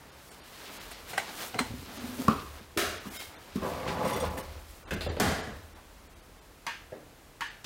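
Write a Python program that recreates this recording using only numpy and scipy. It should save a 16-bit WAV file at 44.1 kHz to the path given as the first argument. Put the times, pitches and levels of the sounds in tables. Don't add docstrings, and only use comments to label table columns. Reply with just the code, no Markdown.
import sys
import numpy as np
from scipy import signal
from scipy.fft import rfft, irfft
from scipy.io import wavfile
from scipy.ndimage import uniform_filter1d

SR = 44100
rng = np.random.default_rng(int(sys.argv[2]) if len(sys.argv) > 2 else 0)


def to_wav(s):
    ch = np.atleast_2d(s).T
    pcm = np.round(np.clip(ch, -1, 1) * 32767)
    wavfile.write(sys.argv[1], SR, pcm.astype(np.int16))


def ratio_of_db(decibels):
    return 10 ** (np.asarray(decibels, float) / 20)


N = 337365


def band(x, lo_hz, hi_hz, order=2):
    return signal.sosfilt(signal.butter(order, [lo_hz, hi_hz], "band", fs=SR, output="sos"), x)


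def unit(x):
    return x / np.sqrt(np.mean(x ** 2))


def add(out, s, sound):
    i = int(round(s * SR))
    out[i:i + len(sound)] += sound[:N - i]


def on_log(hz, table):
    table_hz, values = np.array(table).T
    return np.interp(np.log(hz), np.log(table_hz), values)


def resonate(x, peaks):
    return unit(sum(ratio_of_db(db) * unit(band(x, hz - w / 2, hz + w / 2, order=1)) for hz, w, db in peaks))


def grains(rate, spread_db):
    size = ratio_of_db(spread_db * rng.exponential(size=N)) * rng.standard_normal(N)
    return size * (rng.random(N) < rate / SR)


def flicker(rate, depth_db):
    hold = int(SR / rate)
    steps = np.repeat(rng.standard_normal(N // hold + 1), hold)
    return ratio_of_db(depth_db * uniform_filter1d(steps, hold)[:N])


def swells(rows):
    t = np.arange(N) / SR
    power = 0
    for s, up, down, db in rows:
        distance = np.maximum((s - t) / up, (t - s) / down)
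        power = power + ratio_of_db(2 * db - 40 * distance)
    return np.sqrt(power)


def causal(spectrum, size=512):
    cep = irfft(np.log(ratio_of_db(on_log(np.fft.rfftfreq(size, 1 / SR) + 1, spectrum))))
    cep[1:size // 2] *= 2
    cep[size // 2 + 1:] = 0
    return irfft(np.exp(rfft(cep)))


# frequency in Hz, share of the t60.
TAIL = [(100, 0.99), (1000, 1.06), (4000, 1.06), (14000, 0.73)]


def tail(parts, t60, squeeze):
    t = np.arange(len(parts[0])) / SR
    hz = np.fft.rfftfreq(len(t), 1 / SR) + 1
    power = sum(np.abs(rfft(p)) ** 2 for p in parts)
    colour = rfft(rng.standard_normal(len(t))) * np.sqrt(np.abs(uniform_filter1d(power, size=120)))
    patches = uniform_filter1d(rng.standard_normal(len(hz)), size=100) * 10
    colour = colour * ratio_of_db(1.9 * patches)
    centres, out = 60 * 2. ** np.arange(9), 0
    for centre, share in zip(centres, on_log(centres, TAIL)):
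        octave = np.clip(1 - np.abs(np.log2(hz / centre)), 0, 1)
        out = out + irfft(colour * octave, len(t)) * ratio_of_db(-60 * t / (t60 * share))
    held = 1 / (1 + squeeze * ratio_of_db(-60 * t / t60))
    onset = 1 - np.exp(-t / 0.00087)
    return out / np.std(irfft(colour)) * onset * held / held[0]


RING_T60_S = dict(tub=0.25, lid=0.41, latch=.53, door=0.46, catch=0.29, pawl=0.37, slam=0.56, button=0.42)



def blows(name, hits, modes, crack, blow):
    rise_ms, chatter_ms, crack_db, lag_ms, squeeze = blow
    out, t = np.zeros(N), np.arange(32768) / SR
    ms = 1000 * t[:2048]
    push = np.minimum(ms / rise_ms, np.exp((rise_ms - ms) / chatter_ms)) ** 2
    click = causal(crack)
    for s, peak_db, thud_db, snap_db, wet_db in hits:
        contact = (1 + 1.8 * rng.standard_normal(len(ms))) * push
        body = np.zeros(len(t))
        for hz, db, t60 in modes:
            detune = 1 + 0.026 * rng.standard_normal()
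            body += ratio_of_db(db - 60 * t / t60) * np.cos(2 * np.pi * hz * detune * t)
        click_gain = ratio_of_db(crack_db) * np.sqrt(np.sum(body ** 2) / np.sum(click ** 2))
        add(body, 0, click * click_gain)

        parts = [band(body, lo, hi) for lo, hi in ((60, 700), (700, 3500), (3500, 17000))]
        levels = ratio_of_db((thud_db, 0, snap_db))
        rings = [signal.fftconvolve(p, contact - contact.mean())[:len(t)] for p in parts]
        rings = [g * r / np.abs(r).max() for g, r in zip(levels, rings)]
        rings[0] = np.roll(rings[0], int(lag_ms * SR / 1000))
        strike = sum(rings)
        wash = tail([g * p / np.abs(p).max() for g, p in zip(levels, parts)], RING_T60_S[name], squeeze)
        add(out, s - rise_ms / 2000, ratio_of_db(peak_db) * (strike + ratio_of_db(wet_db) * wash))
    return out


TUB_HITS = [
    (0.314, -52.5, 2, 6, 1),
    (0.913, -36, -11, -1, -12),
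    (1.088, -43, 3, -7, -9),
    (1.133, -30, -11.5, -12, -7),
    (1.178, -13.5, -41, -7.5, -19),
    (1.543, -27.5, 0.5, -14, -7.5),
    (1.59, -13.5, -21, -6.5, -17.5),
]
TUB_MODES = [(730, 3.5, 0.03), (1026, -20, 0.013), (1500, -6, 0.038), (2020, 4.5, 0.016), (2820, -4, 0.026),
             (4130, 5, 0.015)]
TUB_CRACK = [(59, -49), (100, -5), (1520, -10), (3400, -15.5), (4110, -16), (5300, -7.5), (8830, 3),
             (16000, -32)]
TUB_BLOW = (4.2, 6.8, 8.9, 15, 0.064)


def tub():
    return blows("tub", TUB_HITS, TUB_MODES, TUB_CRACK, TUB_BLOW)


LID_HITS = [
    (2.218, -39.5, -8, 10.5, -16),
    (2.2815, -10, -1, -10.5, -14),
    (2.607, -47, 8, -12, -18),
    (3.055, -49, 4, -11, 3),
    (3.557, -43, 12, 3, 5),
]
LID_MODES = [(220, 16, 0.1), (362, 5.5, 0.087), (430, -3, 0.053), (1090, 0, 0.046), (1300, 2, 0.06),
             (2440, 2, 0.017)]
LID_CRACK = [(59, -29), (100, -20), (335, -1), (373, -1), (872, -33), (1100, 3.5), (2130, -42),
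             (16000, -45)]
LID_BLOW = (3.5, 2.4, 0.83, 2.52, 0.13)


def lid():
    return blows("lid", LID_HITS, LID_MODES, LID_CRACK, LID_BLOW)


LATCH_HITS = [
    (2.774, -22.5, -4, 2.4, -4),
]
LATCH_MODES = [(270, -0.5, 0.083), (402, 2, 0.09), (647, 0.16, 0.079), (1330, 3, 0.17), (6450, -2, 0.03)]
LATCH_CRACK = [(59, -30), (100, -5), (166, -33), (239, -11), (634, -4), (910, -10.5), (1250, 7),
               (16000, -8.5)]
LATCH_BLOW = (2.5, 2.1, 13.3, .1, 1.16)


def latch():
    return blows("latch", LATCH_HITS, LATCH_MODES, LATCH_CRACK, LATCH_BLOW)


DOOR_HITS = [
    (3.625, -38, 8.5, -13, 2.5),
    (3.879, -34, 2, -13, -24),
    (4.374, -31, -12, -6, -20),
    (4.917, -31, 4.5, -5, -6.5),
    (5.064, -34.5, 10.5, -7, -1.5),
    (5.098, -29.5, 2, 2, -15),
    (5.473, -32.5, 0.5, -5, -11.5),
    (6.922, -47, 10, -14, 1.5),
]
DOOR_MODES = [(183, -3, 0.068), (237, -9, 0.24), (500, -6, 0.054), (970, 1, .04), (1690, 17, 0.046),
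              (2530, 8, .03)]
DOOR_CRACK = [(59, -21), (100, -3), (260, -3.5), (328, 1), (930, -6.5), (1830, -6.5), (16000, -38)]
DOOR_BLOW = (0.23, 5.4, 6.1, 3.41, 0.92)


def door():
    return blows("door", DOOR_HITS, DOOR_MODES, DOOR_CRACK, DOOR_BLOW)


CATCH_HITS = [
    (4.908, -24, -9.5, -4.5, -10),
]
CATCH_MODES = [(1550, 6, 0.028), (2090, 5, 0.03), (2460, 2, 0.027), (5800, 0, 0.013)]
CATCH_CRACK = [(180, -7), (300, 4), (1150, -11), (1500, 1), (2900, -9), (3600, -11), (10700, -23),
               (16000, -30)]
CATCH_BLOW = (0.27, 5.2, 5.2, 4.35, 0.57)


def catch():
    return blows("catch", CATCH_HITS, CATCH_MODES, CATCH_CRACK, CATCH_BLOW)


PAWL_HITS = [
    (5.007, -30.5, -9.5, -1.5, -6),
    (5.167, -30, 4, -11, -7.5),
]
PAWL_MODES = [(1500, -4, 0.02), (2680, -1, 0.03), (3530, 6, 0.028), (4590, -2, .02)]
PAWL_CRACK = [(180, -8), (400, 1), (1150, -6.5), (2600, -3), (4800, -1), (5600, -22), (10700, -19),
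              (16000, -33)]
PAWL_BLOW = (0.4, 7.3, 8, 4.4, 0.6)


def pawl():
    return blows("pawl", PAWL_HITS, PAWL_MODES, PAWL_CRACK, PAWL_BLOW)


SLAM_HITS = [
    (5.199, -20, -1.5, 3.8, -5.5),
]
SLAM_MODES = [(216.4, 4, 0.3), (433, -2, 0.11), (560, -6, 0.035), (730, -0.5, 0.3), (1570, -3, 0.05)]
SLAM_CRACK = [(59, -49), (100, -9.5), (700, -4.5), (1230, -11), (1580, -6), (2470, -16), (7610, -24),
              (16000, -31.5)]
SLAM_BLOW = (0.54, 14, 3.3, 5.84, 3.1)


def slam():
    return blows("slam", SLAM_HITS, SLAM_MODES, SLAM_CRACK, SLAM_BLOW)


BUTTON_HITS = [
    (6.666, -19.5, -19, -3.5, -15),
    (7.408, -20, -23, -4, -14),
    (7.644, -38.5, 0, 9.5, -2),
]
BUTTON_MODES = [(420, -17, 0.04), (560, -10, 0.034), (956, 3, 0.2), (1260, 2, 0.04), (1670, 13, 0.05),
                (2140, 1, 0.04), (2740, 3, 0.05), (4140, 5, 0.018), (5800, 3, .02)]
BUTTON_CRACK = [(59, -59), (100, -21), (283, -11), (502, -20), (800, -24), (1600, -8.5), (2800, -13.5),
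                (16000, -46.5)]
BUTTON_BLOW = (0.18, 6.9, 6.7, 3.6, 0.037)


def buttons():
    return blows("button", BUTTON_HITS, BUTTON_MODES, BUTTON_CRACK, BUTTON_BLOW)


# start in seconds, peak in
# dB, frequency in Hz, t60 in seconds.
THUMPS = [(2.765, -26, 340, 0.24), (3.557, -21, 202, .14), (4.927, -29, 173, 0.2), (5.065, -27, 496, 0.092),
          (6.921, -30.5, 516, 0.087), (6.673, -27, 930, .09), (7.415, -26.5, 930, .09), (3.1, -40, 260, .1),
          (3.068, -30, 200, .09), (5.475, -34, 210, .12), (2.287, -26, 270, .1)]
# start in seconds, peak in dB, frequency in Hz,
# t60 in seconds.
PINGS = [(1.585, -31, 4120, .09), (1.177, -32, 2900, .04), (1.19, -38, 2200, .15), (2.282, -25, 1310, .08),
         (4.909, -33, 1580, .09), (6.666, -30, 1650, .07), (7.408, -30, 1650, .07), (6.68, -38, 1800, .3),
         (7.42, -38, 1800, .3)]


def thumps():
    out, t = np.zeros(N), np.arange(16384) / SR
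    for rows, ratio, share, rise_s in ((THUMPS, 1.19, 0.72, .003), (PINGS, 1.04, .4, .0015)):
        onset = 1 - np.exp(-t / rise_s)
        for s, db, hz, t60 in rows:
            note = np.sin(2 * np.pi * hz * t) + share * np.sin(2 * np.pi * ratio * hz * t)
            add(out, s, ratio_of_db(db - 60 * t / t60) * note * onset)
    return out


# peak in seconds, swell in seconds, fade in seconds, level in dB.
SWING = [
    (1.71, 0.22, 0.49, -45.5),
    (2.056, 0.33, 0.18, -40),
    (2.218, 0.084, 0.11, -33),
]
# frequency in Hz, width in Hz, level in dB.
SWING_NOTE = [(247.4, 18.6, -2), (366, 42, -13.5)]
# start in seconds, peak in dB.
BUMPS = [(1.606, -23), (1.736, -34), (1.889, -47), (1.987, -38), (2.041, -30.5), (2.09, -33),
         (2.195, -26.5), (2.225, -38)]
# peak, swell and fade in seconds, level in dB.
FINGERS = [
    (1.76, 0.18, 0.15, -43.5),
    (2.04, 0.27, 0.6, -53),
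]


def lid_swing():
    out = swells(SWING) * resonate(grains(600, 2.5), SWING_NOTE)
    t = np.arange(8192) / SR
    note = sum(ratio_of_db(g) * np.sin(2 * np.pi * hz * t) * np.exp(-np.pi * w * t) for hz, w, g in SWING_NOTE)
    for s, db in BUMPS:
        add(out, s, ratio_of_db(db + 3.0) * note * (1 - np.exp(-t / 0.0015)))
    return out + swells(FINGERS) * unit(band(rng.standard_normal(N), 93, 123))


# peak, swell and fade in seconds, level in dB.
SQUEAL = [
    (3.155, 0.036, .2, -46),
    (3.205, 0.085, .1, -48),
]
# frequency in Hz, width in Hz, level in dB.
SQUEAL_BANDS = [(1510, 90, -6), (2150, 47, 3), (3140, 54, -1), (3280, 50, -4), (3770, 50, -4),
                (5240, 50, -9), (7240, 50, -10)]


def squeal():
    return swells(SQUEAL) * resonate(rng.standard_normal(N), SQUEAL_BANDS)


# time in seconds, pulling effort in dB.
RAISE = [(3.62, -33.5), (3.75, -37.5), (3.83, -37.5), (3.95, -34), (4.07, -31.5), (4.22, -35), (4.36, -42),
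         (4.49, -50.5), (4.62, -60.5)]
# time in seconds, level in dB.
JERKS = [(3.628, -48), (3.676, -36.5), (3.889, -34.5), (4.05, -31.5), (4.242, -30), (4.388, -36.5)]
# frequency in Hz, width in Hz, level in dB.
HINGE = [(195, 74, 3), (276, 65, -3.5), (393, 30, -2), (510, 81, 5.5), (670, 110, -3.5), (844, 29, -1.5),
         (985, 30, 0.5), (1110, 90, -3)]
# peak, swell and fade in seconds, level in dB.
GRIT = [
    (3.89, 0.21, 0.032, -45.5),
    (4.08, 0.57, 0.38, -45),
]


def door_raise():
    swell_s, fade_s = 0.066, 0.053
    jerks = swells([(s, swell_s, fade_s, db) for s, db in JERKS])
    s, effort_db = np.transpose(RAISE)
    pull = ratio_of_db(np.interp(np.arange(N) / SR, s, effort_db, left=-140, right=-140))
    shell = unit(band(resonate(grains(3000, .6), HINGE), 91, 1170, order=5))
    grit = unit(band(grains(6000, 2.1), 1330, 2600)) * flicker(30, 1.4)
    return np.hypot(pull, jerks) * shell + swells(GRIT) * grit


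# start in seconds, level in dB.
SHAKES = [(4.048, -46.5), (4.075, -46), (4.097, -44), (4.129, -42), (4.162, -44), (4.2, -43),
          (4.248, -49.5), (4.284, -59), (4.3745, -47), (4.395, -55)]
# frequency in Hz, level in dB, t60 in seconds.
RACK = [(2030, 2, 0.074), (2900, -7, .06), (3480, -2, .1), (5770, -4, .12), (6740, -8, 0.075),
        (7490, -13, .05), (8460, -3, .08), (9110, -4, 0.11), (9500, -8, .07), (10100, -9, .1),
        (11700, -10, .07), (12500, -12, .08), (13800, -9, .09)]


def racks():
    ring_db, clink_db, clink_ms = -21, 0, 9
    shake, t = np.zeros(N), np.arange(4096) / SR
    for s, db in SHAKES:
        add(shake, s, ratio_of_db(db) * np.exp(-1000 * t / clink_ms))
    clinks = shake * rng.standard_normal(N)
    steel = sum(ratio_of_db(db - 60 * t / t60) * np.sin(2 * np.pi * hz * t) for hz, db, t60 in RACK)
    ringing = signal.fftconvolve(clinks, steel)[:N]
    return ratio_of_db(ring_db) * ringing + ratio_of_db(clink_db) * band(clinks, 2500, 15500)


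# peak in seconds, swell in seconds, fade in seconds, level in dB,
# brightness in dB. First hands on tub and lid, from 2.99 s the palm sliding off the lid, from 3.56 s the sleeve
RUSTLE = [(0.152, 1.7, 3.8, -62, -4), (0.602, 0.34, 0.67, -52, -1.5), (0.818, 0.54, 0.26, -51, -0.5),
          (.99, 0.34, .4, -56.5, -2.5), (.918, .015, .04, -51, 5), (.346, .01, .02, -62, 8),
          (0.282, .3, .2, -66.5, 9.5), (1.098, .05, 0.12, -49.5, 4), (1.18, .01, 0.076, -44, -1),
          (1.288, .4, 0.74, -48.5, -3), (1.422, 0.11, 0.14, -41, 3), (1.595, 0.01, 0.046, -37.5, -5),
          (1.652, 0.084, 0.45, -51, -1), (1.982, 0.29, 0.73, -47.5, -1), (2.24, 0.33, 0.16, -48, 1),
          (2.3, 0.051, 0.32, -50.5, 0.5), (2.59, 1.1, 0.069, -55, -3.5),
          (2.99, 0.045, .15, -57, -1), (3.075, 0.15, 0.084, -51.5, 0), (3.165, 0.094, 0.23, -46.5, 2.5),
        (3.225, 0.2, 0.11, -49, 4), (3.45, 1, 0.93, -58.5, -6.5),
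          (3.562, 0.025, 0.044, -51, 4.5), (3.66, 0.17, 1, -51, -2), (3.88, 0.014, 0.16, -45, -8),
          (4.08, 0.29, 0.73, -46, -2), (4.27, 0.68, 0.063, -53.5, -10.5), (4.38, 0.013, 0.065, -48.5, 7.5),
          (4.76, 0.4, .2, -68, 11), (4.938, .012, 0.024, -51, 8), (5.02, 0.039, 0.13, -59, 6.5),
          (3.7, .15, .2, -60, 10), (4.89, 0.124, 0.033, -62, -14.5), (5.56, .03, 0.33, -62.5, 1),
          (5.752, 0.038, 0.14, -62, -9.5), (5.9, 0.22, 0.55, -68, -5)]


def rustle():
    out = 0
    strokes = RUSTLE
    for lean, offset_db, lo, hi in ((0, 0, 1500, 5000), (-1, 0, 150, 1500), (1, -2.5, 5000, 16500)):
        gain = swells([(s, up, down, db + offset_db + lean * tilt) for s, up, down, db, tilt in strokes])
        out = out + gain * unit(band(grains(9000, 0.44), lo, hi)) * flicker(24.8, 2.0)
    return out


# peak in seconds, fade in seconds, level in dB.
BOOM = [(.91, .4, -66), (1.7, 0.31, -42.5), (2.04, 0.36, -53), (2.3, 0.53, -42), (2.85, 0.33, -41),
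        (3.56, 1.8, -44.5), (3.98, .8, -45), (4.275, 0.37, -36), (4.55, 0.081, -39), (4.94, 0.69, -37.5),
        (5.09, 0.1, -32), (5.26, 0.19, -30.5), (5.54, 0.13, -38)]
# frequency in Hz, width in Hz.
PANEL = (77.7, 21), (43, 25)
# peak, swell and fade in seconds, level in dB.
STEPS = [
    (.91, .15, 0.19, -54),
    (4.67, .5, 0.43, -52),
    (5.8, 0.51, 2.2, -59.5),
]


def booms():
    swell_s, floor_share_db, panel_rest_db, floor_rest_db = 0.11, -13, -73, -65
    t = np.arange(N) / SR
    panel, floor = (unit(band(rng.standard_normal(N), hz - w / 2, hz + w / 2)) for hz, w in PANEL)
    panel_tone, floor_tone = (np.sin(2 * np.pi * hz * t) for hz, w in PANEL)
    note = 0.71 * panel + 0.4 * panel_tone
    push = swells([(s, swell_s, fade, db) for s, fade, db in BOOM])
    shake = np.hypot(ratio_of_db(floor_share_db) * push, swells(STEPS))
    ground = (shake + ratio_of_db(floor_rest_db)) * (.75 * floor + .7 * floor_tone)
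    return push * note + ratio_of_db(panel_rest_db) * panel + ground


# frequency in Hz, level in dB per Hz.
ROOM = [(35, -58), (60, -6.5), (180, -13), (294, -13.5), (579, -16), (1170, -19), (3270, -26.5),
        (16000, -34.5)]


def room():
    colour = ratio_of_db(on_log(np.fft.rfftfreq(N, 1 / SR) + 1, ROOM))
    air = unit(irfft(rfft(rng.standard_normal(N)) * colour, N))
    return ratio_of_db(-55) * air * flicker(3.72, 0.11)


def scene():
    struck = tub() + lid() + latch() + door() + catch() + pawl() + slam() + buttons() + thumps()
    moving = lid_swing() + squeal() + door_raise() + racks() + rustle()
    mono = struck + moving + booms() + room()
    return np.array([mono, mono])


# frame number, thinned above in Hz, empty above in Hz.
STARVED = [(0, 3500, 16000), (9, 1800, 13500), (14, 4000, 14500), (15, 4000, 13500), (32, 3000, 10000),
           (88, 5000, 16000), (105, 4500, 16000), (135, 5200, 10500), (140, 1800, 13500), (144, 600, 8000),
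           (152, 3500, 12500), (153, 3500, 12500), (196, 4500, 9500), (202, 2500, 12000),
           (222, 1500, 12800), (223, 2000, 12800), (227, 3000, 9000), (233, 2300, 8500), (234, 4000, 8500),
           (249, 4500, 8200), (264, 2000, 14500), (280, 3000, 12000), (283, 2500, 12500),
           (286, 3000, 15000), (295, 1700, 12500), (346, 4000, 9000)]


def starve(x):
    first_frame_s, hop = .111, 941
    size = 2 * hop
    out, hz = x.copy(), np.fft.rfftfreq(size, 1 / SR)
    window = np.sin(np.pi * (np.arange(size) + .5) / size)
    for frame, thin_hz, empty_hz in STARVED:
        i = int(first_frame_s * SR) + (frame - 1) * hop
        first, last = np.split(x[i:i + size] * window, 2)
        lines = rfft(np.r_[first - first[::-1], last + last[::-1]])
        height = np.abs(lines) / uniform_filter1d(np.abs(lines), size=40)
        bar = np.interp(hz, [thin_hz, thin_hz + 2500, empty_hz, empty_hz + 1], [1.5, 2.1, 2.35, 99])
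        kept = uniform_filter1d(1. * (height > bar), size=3) > .1
        change = lines * (hz > thin_hz) * np.where(kept, .4, -1)
        add(out, i / SR, window * irfft(change, size))
    return out


PARTED = [.79, 1.825, 1.965, 3.315, 3.635, 3.85, 5.33, 5.63, 5.93, 7.09, 7.235, 7.63]


def parting(x, size=1600):
    gate = np.zeros(N)
    for s in PARTED:
        add(gate, s - size / SR / 2, ratio_of_db(-11) * np.hanning(size))
    loudness = np.sqrt(np.abs(uniform_filter1d(band(x, 4000, 15500) ** 2, size=400)))
    return gate * loudness * unit(band(rng.standard_normal(N), 4000, 15500, order=4))


def low_pass(x):
    return signal.sosfilt(signal.butter(12, 16650, fs=SR, output="sos"), x)


def record(dry):
    top_cut = signal.ellip(10, .2, 60, 15800, fs=SR, output="sos")
    mono = signal.sosfilt(top_cut, starve(dry[0]))
    side = parting(mono)
    return low_pass(np.array([mono + side, mono - side]))


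dry = scene()
out = record(dry)
to_wav(out)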